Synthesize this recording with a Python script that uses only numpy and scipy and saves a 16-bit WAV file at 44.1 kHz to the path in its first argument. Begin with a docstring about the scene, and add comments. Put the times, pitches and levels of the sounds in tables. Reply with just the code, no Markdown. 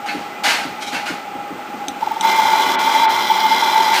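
"""An idle hum, with metal parts knocking and clattering further off and soft thumps near by:
a coil winding machine in a hard-walled workshop, heard from close by its control panel.
A switch clicks, the motor nudges four times, then runs: a throbbing ring near 885 Hz
over the whir of belt and bearings, which shake the steel frame into ringing."""
import sys
import numpy as np
from scipy import signal
from scipy.fft import rfft, irfft
from scipy.io import wavfile
from scipy.ndimage import map_coordinates

SR = 44100
rng = np.random.default_rng(int(sys.argv[2]) if len(sys.argv) > 2 else 0)


def inscribe(sig):
    """Save sig as 16-bit PCM at rate SR to the path in sys.argv[1].

    A 1-D sig is mono; a 2-D sig holds one channel per row.
    Samples are clipped to [-1, 1] before scaling.
    """
    pcm = np.round(np.clip(np.atleast_2d(sig).T, -1, 1) * 32767)
    wavfile.write(sys.argv[1], SR, pcm.astype(np.int16))


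N = 176400
WAKE_S, WAKE_RISE_S = 2.0, 0.009  # the drive starts to creep
RUN_S, SPIN_UP_S = 2.205, 0.041  # the motor starts to run


def motor(t):
    """The motor's main resonance swells at each surge and throbs unevenly while it runs."""
    # strength of the running ring: t/s, level/dB
    ring_level = [(2.22, -19), (2.29, -13.5), (2.34, -14.5), (2.43, -12.5), (2.57, -18), (2.64, -15),
                  (2.72, -20), (2.81, -22), (2.87, -11), (2.93, -26), (3.0, -15), (3.13, -17.5),
                  (3.23, -19.5), (3.28, -43), (3.42, -17), (3.49, -34), (3.64, -13.5), (3.70, -16),
                  (3.76, -8.5), (3.85, -15.5), (3.93, -12.5), (4, -22)]
    ring_hz, beat_hz = 884.3, 43.05
    beats = tone(beat_hz * (1 + 0.265 * walk(30)))
    throb = unit(undb(2.5 * beats + np.clip(walk(120), -3, 1)))
    ring = tone(ring_hz * (1 + 0.01377 * walk(90)))
    running = undb(-3.5) * ramp(t, RUN_S, SPIN_UP_S) * curve(t, ring_level)
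    return ring * np.hypot(surging(t), running * throb)


def surging(t):
    """Envelope of the motor's four nudges before it runs and its lurches under way."""
    # surges: t/s, level/dB, half length/s
    surges = [(2.030, -9.2, 0.0045), (2.075, -9, 0.0032), (2.118, -12.5, 0.0061), (2.17, -16.5, 0.0067),
              (2.214, -14, 0.0057), (2.253, -8.5, 0.0078), (2.391, -7, 0.0075), (2.536, -11, 0.016),
              (2.604, -7.5, 0.0052), (2.957, -7.5, 0.011), (3.035, -7.5, 0.009), (3.075, -9.5, 0.015),
              (3.303, -7.5, 0.003), (3.317, -7.5, 0.0063), (3.362, -11, 0.0025), (3.389, -9, 0.0044),
              (3.454, -7.5, 0.012), (3.526, -6.5, 0.013), (3.809, -7.5, 0.0049)]
    return swells(t, surges) / np.sqrt(2)


def drive(t):
    """Belt and bearings whir, scrape and shake the steel frame, softly at a creep, fully on the run."""
    # belt and bearing noise: f/Hz, level/dB
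    whir_colour = [(24, -93), (40, -71), (150, -32), (188, -24), (368, -26), (509, -22), (577, -14),
                   (740, -18.5), (881, 0), (1020, -15.5), (1220, -21), (1450, -12), (1770, -20.5),
                   (2060, -18), (2640, -24.5), (3300, -19), (4460, -27), (5440, -24), (10100, -37),
                   (12800, -35), (15500, -38)]
    # resonances of the frame, low and high, and of the scrape: f/Hz, width/Hz, level/dB
    frame_rings = [(362, 40, 0.5), (716, 57, 0), (1110, 106, -4), (1420, 33, 1.5), (1580, 70, -10.5),
                   (2080, 80, 3.5), (2390, 130, -4)]
    upper_rings = [(3210, 106, 0.5), (3436, 77, -0.5), (3576, 44, -2), (4010, 280, -3.5), (4900, 50, -2.5),
                   (5210, 240, -11), (5620, 180, -10), (12600, 810, -21.5)]
    scrape_rings = [(843, 75, -11.5), (935, 55, 0.5), (1092, 83, -8)]
    # the whole drive, and the upper rings as the microphone moves: t/s, level/dB
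    drive_level = [(2.2, -1), (2.4, -1), (2.75, -1), (3.0, -0.5), (3.15, -2.5), (3.45, -3), (3.6, -1.5),
                   (4, -1)]
    upper_level = [(2.2, -6), (2.6, -4.5), (3.05, -3), (3.3, 1), (3.65, 0), (4, -1.5)]
    running = ramp(t, RUN_S, SPIN_UP_S)
    effort = np.maximum(undb(-14.5) * ramp(t, WAKE_S, WAKE_RISE_S), running)
    speed = 1 + 0.0012 * walk(11)
    grit = undb(1.36 * walk(250))
    whir = undb(-20.5) * coloured(whir_colour)
    frame = undb(-28) * ringing(frame_rings)
    frame += undb(-24) * curve(t, upper_level) * ringing(upper_rings)
    tones = undb(1) * running * drive_tones(speed)
    scrape = undb(-22.5) * ringing(scrape_rings)
    return effort * curve(t, drive_level) * (grit * (whir + frame) + tones + scrape)


def drive_tones(speed):
    """Motor hum and drive tones follow the speed; each flutters quickly and comes and goes slowly."""
    # the motor's low hum and the drive's higher partials: f/Hz, level/dB
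    hum = [(120, -56), (198, -46.5), (226, -48.5), (269, -42.5), (377, -41), (470, -46)]
    partials = [(397, -42.5), (698, -43.5), (1116, -42.5), (1143, -35.5), (1214, -40), (1424, -37),
                (1443, -37), (1588, -39), (1986, -35), (2013, -41), (2061, -34), (2108, -32), (2245, -41),
                (2336, -35.5), (2377, -48), (2428, -49), (2977, -39.5), (3101, -50), (3214, -46),
                (3377, -37), (3431, -39.5), (3483, -43), (3940, -39), (4025, -43)]
    out = np.zeros(N)
    for hz, db in hum + partials:
        flutter_db = 6.5 * np.minimum(walk(21.984), .5)
        fade_db = 2.5 * walk(6.026)
        out += undb(db) * unit(undb(flutter_db + fade_db)) * tone(hz * speed)
    return out


def supply_whine(t):
    """The motor supply's thin whine: faint at a creep, swelling at each surge."""
    # whine band: f/Hz, width/Hz, level/dB
    band = [(15090, 90, 0)]
    effort = np.maximum(undb(-15) * ramp(t, WAKE_S, WAKE_RISE_S), ramp(t, RUN_S, SPIN_UP_S))
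    return undb(-46.5) * np.hypot(effort, undb(13) * surging(t)) * ringing(band)


def clatter(t):
    """Far blows arrive as a wash of reflections that swells, holds and dies, the treble first."""
    # blows: t/s, level/dB, tilt/(dB per octave), bass rise/s, hold/s, bass t60/s
    blows = [(0.057, -29, -1, 0.0071, 0.038, 0.99), (0.434, -15, -0.24, 0.011, 0.072, 0.65),
             (0.917, -23.5, -1, 0.018, 0.047, 0.44), (1.054, -25.5, -0.5, 0.0093, 0.035, 0.54),
             (3.933, -19.5, 0.5, .009, .041, .7)]
    # spectrum of the wash: f/Hz, level/dB
    wash_colour = [(88, -72), (150, -26), (238, -18.5), (416, -23), (459, -18), (495, -17.5), (833, -2),
                   (1070, -11), (1460, -7.5), (2270, -8), (2600, -8.5), (4910, -14.5), (15000, -33)]
    # metal resonances: f/Hz, width/Hz, level/dB
    metal_rings = [(1558, 50, -0.5), (2030, 45, 0), (2198, 29, 0), (2440, 32, 0.5), (2840, 60, -3.5),
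                   (3260, 19, -17), (4300, 140, -8.5), (4695, 22, -4.5), (6620, 27, -10.5)]
    out, f = np.zeros(N), freqs()
    treble = f ** 2 / (f ** 2 + 4000 ** 2)
    for start, db, tilt_db, rise, hold, bass_t60 in blows:
        rings = undb(-6) * ringing(metal_rings)
        wash = rfft(coloured(wash_colour) + rings) * undb(tilt_db * np.log2(f / 2000))
        age = np.maximum(t - start, 0)
        for band, attack, t60 in ((1 - treble, rise, bass_t60), (treble, 0.32 * rise, 0.82 * bass_t60)):
            fade = np.exp(-np.log(1000) * np.maximum(age - hold, 0) / t60)
            out += undb(db) * irfft(wash * band, N) * (1 - np.exp(-age / attack)) * fade
    return out


def knocks(t):
    """Metal parts knock: shared modes, struck differently each time, plus one ring of their own."""
    # hits: t/s, level/dB, rise/s, decay/s, own ring f/Hz, own ring level/dB
    hits = [(0.084, -20.5, 0.0036, 0.028, 2720, -6), (0.487, -21, .004, 0.021, 1460, 8),
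            (0.823, -29.5, .0015, .016, 3220, 0), (0.872, -35, .003, .018, 3750, 6),
            (0.943, -25, 0.0065, .035, 2708, 1), (1.078, -27, 0.0045, 0.02, 1432, 6.5)]
    # shared modes: f/Hz, level/dB
    modes = [(1497, -2), (1744, -5), (2094, -3.5), (2186, -4), (2293, -9), (2530, -4.5), (3241, -18),
             (3898, -11), (4377, -9)]
    scatter_db, detune = 1.5, 0.0118
    out = np.zeros(N)
    for start, db, rise, decay, ring_hz, ring_db in hits:
        age = np.maximum(t - start, 0)
        envelope = undb(db) * (1 - np.exp(-age / rise)) * np.exp(-age / decay)
        for hz, mode_db in modes + [(ring_hz, ring_db)]:
            force, shift = rng.standard_normal(2)
            mode = np.sin(2 * np.pi * hz * (1 + detune * shift) * age)
            out += envelope * undb(mode_db + scatter_db * force) * mode
    return out


def slithers(t):
    """A metal part slides lightly between the blows, twice."""
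    # slides: t/s, level/dB, half length/s
    slides = [(0.826, -30, 0.011), (0.882, -30, 0.028)]
    # resonances of the sliding part: f/Hz, width/Hz, level/dB
    part_rings = [(1550, 150, -11), (2350, 250, 1), (3150, 300, -0.5), (3900, 400, 0.5), (5460, 2200, -7.5),
                  (8900, 4000, -21)]
    return ringing(part_rings) * swells(t, slides)


def thumps(t):
    """Dull thumps of a few cycles that sag in pitch and leave a short boom."""
    # thumps: t/s, level/dB, starting f/Hz
    hits = [(0.147, -19, 335), (0.651, -21, 327), (0.929, -24.5, 305), (1.100, -21.5, 339),
            (1.350, -26.5, 303), (1.505, -22, 341), (1.737, -26, 311), (1.880, -25.5, 324)]
    rise_s, sag_s = 0.0066, 0.0784
    out, room = np.zeros(N), ringing([(253, 220, 0)])
    for start, db, hz in hits:
        age = np.maximum(t - start, 0)
        swell = age / rise_s * np.exp(1 - age / rise_s)
        body = np.sin(2 * np.pi * hz * sag_s * (1 - np.exp(-age / sag_s)))
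        boom = 0.49 * room * (1 - np.exp(-age / 0.012)) * np.exp(-age / 0.047)
        out += undb(db) * (swell * body + boom)
    return out


def clicks(t):
    """Switches snap brightly, each with its own ping and a faint tail."""
    # snaps: t/s, level/dB, decay/s, ping f/Hz, ping level/dB
    snaps = [(0.824, -32, .009, 2330, -5), (1.8835, -16.5, .0022, 6250, -7),
             (2.2098, -16.5, .0025, 8000, -12)]
    # switch resonances: f/Hz, width/Hz, level/dB
    switch_rings = [(2350, 250, 0), (3400, 650, 2), (3770, 370, 7), (6000, 410, 5), (8300, 950, -3),
                    (9800, 630, -7), (12400, 1300, -14)]
    tail_s, ping_decay_s = 0.018, 0.0057
    out, snap = np.zeros(N), ringing(switch_rings)
    for start, db, decay, hz, ping_db in snaps:
        age = np.maximum(t - start, 0)
        crack = snap * (np.exp(-age / decay) + undb(-18) * np.exp(-age / tail_s))
        ping = undb(ping_db) * np.sin(2 * np.pi * hz * age) * np.exp(-age / ping_decay_s)
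        out += undb(db) * (t > start) * (crack + ping)
    return out


def idle_hum(t):
    """The machine's fluttering idle tone beats against a narrow band just above it, over faint rings."""
    # the beating band and the idle resonances: f/Hz, width/Hz, level/dB
    beat_band = [(846, 25, 0)]
    idle_rings = [(800, 130, -7), (756, 14, -14.5), (1230, 18, 4), (1331, 24, 10), (2027, 14, 8.5),
                  (2260, 16, -1), (2435, 18, 4)]
    # drift of the hum: t/s, level/dB
    idle_level = [(0, 2), (1, 2.5), (1.6, 0.5), (2.2, 1.5), (4, 0)]
    hum_hz, flutter_db = 818, 4.5
    hum = tone(hum_hz * (1 + 0.0046 * walk(20)))
    flutter = unit(undb(flutter_db * walk(30.56)))
    rings = ringing(beat_band) + ringing(idle_rings)
    return curve(t, idle_level) * (undb(-35) * hum * flutter + undb(-42) * rings)


def background(t):
    """A bed of nearly steady background hiss."""
    # background hiss spectrum, with a deep gap near 11 kHz: f/Hz, level/dB
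    hiss_colour = [(25, -48), (55, -39), (90, -22), (135, -24.5), (190, -11.5), (350, -9.5), (440, -14),
                   (630, -12.5), (815, -5.5), (980, -17), (1300, -10.5), (1650, -19), (2450, -19.5),
                   (2750, -21), (4500, -31), (8000, -36), (9800, -41), (11200, -66), (13200, -36),
                   (15000, -37)]
    # drift of the hiss: t/s, level/dB
    hiss_level = [(0, 2), (.8, 2.5), (1.4, 1.7), (1.9, 3), (4, 1.5)]
    return undb(-34) * curve(t, hiss_level) * coloured(hiss_colour)


def dropouts(x):
    """Three times the treble drops out for an instant."""
    # treble gaps: t/s, half length/s, corner f/Hz
    gaps = [(0.861, 0.0021, 3400), (2.773, 0.018, 3400), (3.074, 0.019, 3700)]
    t, f = np.arange(N) / SR, freqs()
    for at, half, hz in gaps:
        treble = irfft(rfft(x) * f ** 4 / (f ** 4 + hz ** 4), N)
        x = x - (1 - undb(-48)) * treble * np.exp(-((t - at) / half) ** 6)
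    return x


def undb(db):
    """Decibels to gain."""
    return 10 ** (np.asarray(db) / 20)


def unit(x):
    """Scale to an rms of 1."""
    return x / np.sqrt(np.mean(x ** 2))


def ramp(t, start, rise):
    """Linear fade-in from 0 to 1."""
    return np.clip((t - start) / rise, 0, 1)


def curve(t, rows):
    """Gain along rows of t/s, level/dB."""
    return undb(np.interp(t, *np.array(rows).T))


def swells(t, rows):
    """Bell-shaped swells from rows of t/s, level/dB, half length/s."""
    return sum(undb(db) * np.exp(-.5 * ((t - at) / half) ** 2) for at, db, half in rows)


def walk(rate):
    """Smooth random drift with an rms of 1 and about rate new values a second."""
    coarse = np.linspace(0, N, num=8192)
    values = map_coordinates(rng.standard_normal(4096), [coarse / SR * rate], mode="wrap")
    return unit(np.interp(np.arange(N), coarse, values))


def freqs():
    """Frequency of each spectral bin."""
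    return np.maximum(np.arange(N // 2 + 1) * SR / N, 1)


def coloured(points):
    """Noise shaped through points of f/Hz, level/dB."""
    hz, db = np.array(points).T
    gain = undb(np.interp(np.log(freqs()), np.log(hz), db))
    return unit(irfft(rfft(rng.standard_normal(N)) * gain, N))


def ringing(rings):
    """Noise ringing through resonances of f/Hz, width/Hz, level/dB."""
    f = freqs()
    power = sum(undb(db) ** 2 / (1 + ((f / hz - hz / f) * hz / width) ** 2 / 2) ** 2
                for hz, width, db in rings)
    return unit(irfft(rfft(rng.standard_normal(N)) * np.sqrt(power), N))


def tone(hz):
    """A sine of rms 1 on a moving pitch."""
    return np.sqrt(2) * np.sin(2 * np.pi * np.cumsum(hz) / SR)


def scene():
    """Everything at one close microphone."""
    t = np.arange(N) / SR
    bed = idle_hum(t) + background(t)
    hits = clatter(t) + knocks(t) + slithers(t) + thumps(t) + clicks(t)
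    machine = motor(t) + drive(t) + supply_whine(t)
    return (machine + hits + bed)[None]


def record(dry):
    """Brief treble dropouts, then the deep bass is thinned and the top cut."""
    low_cut = signal.butter(1, 55, "high", fs=SR, output="sos")
    high_cut = signal.ellip(10, .2, 80, 15250, fs=SR, output="sos")
    return signal.sosfilt(high_cut, signal.sosfilt(low_cut, dropouts(dry)))


dry = scene()
out = record(dry)
inscribe(out)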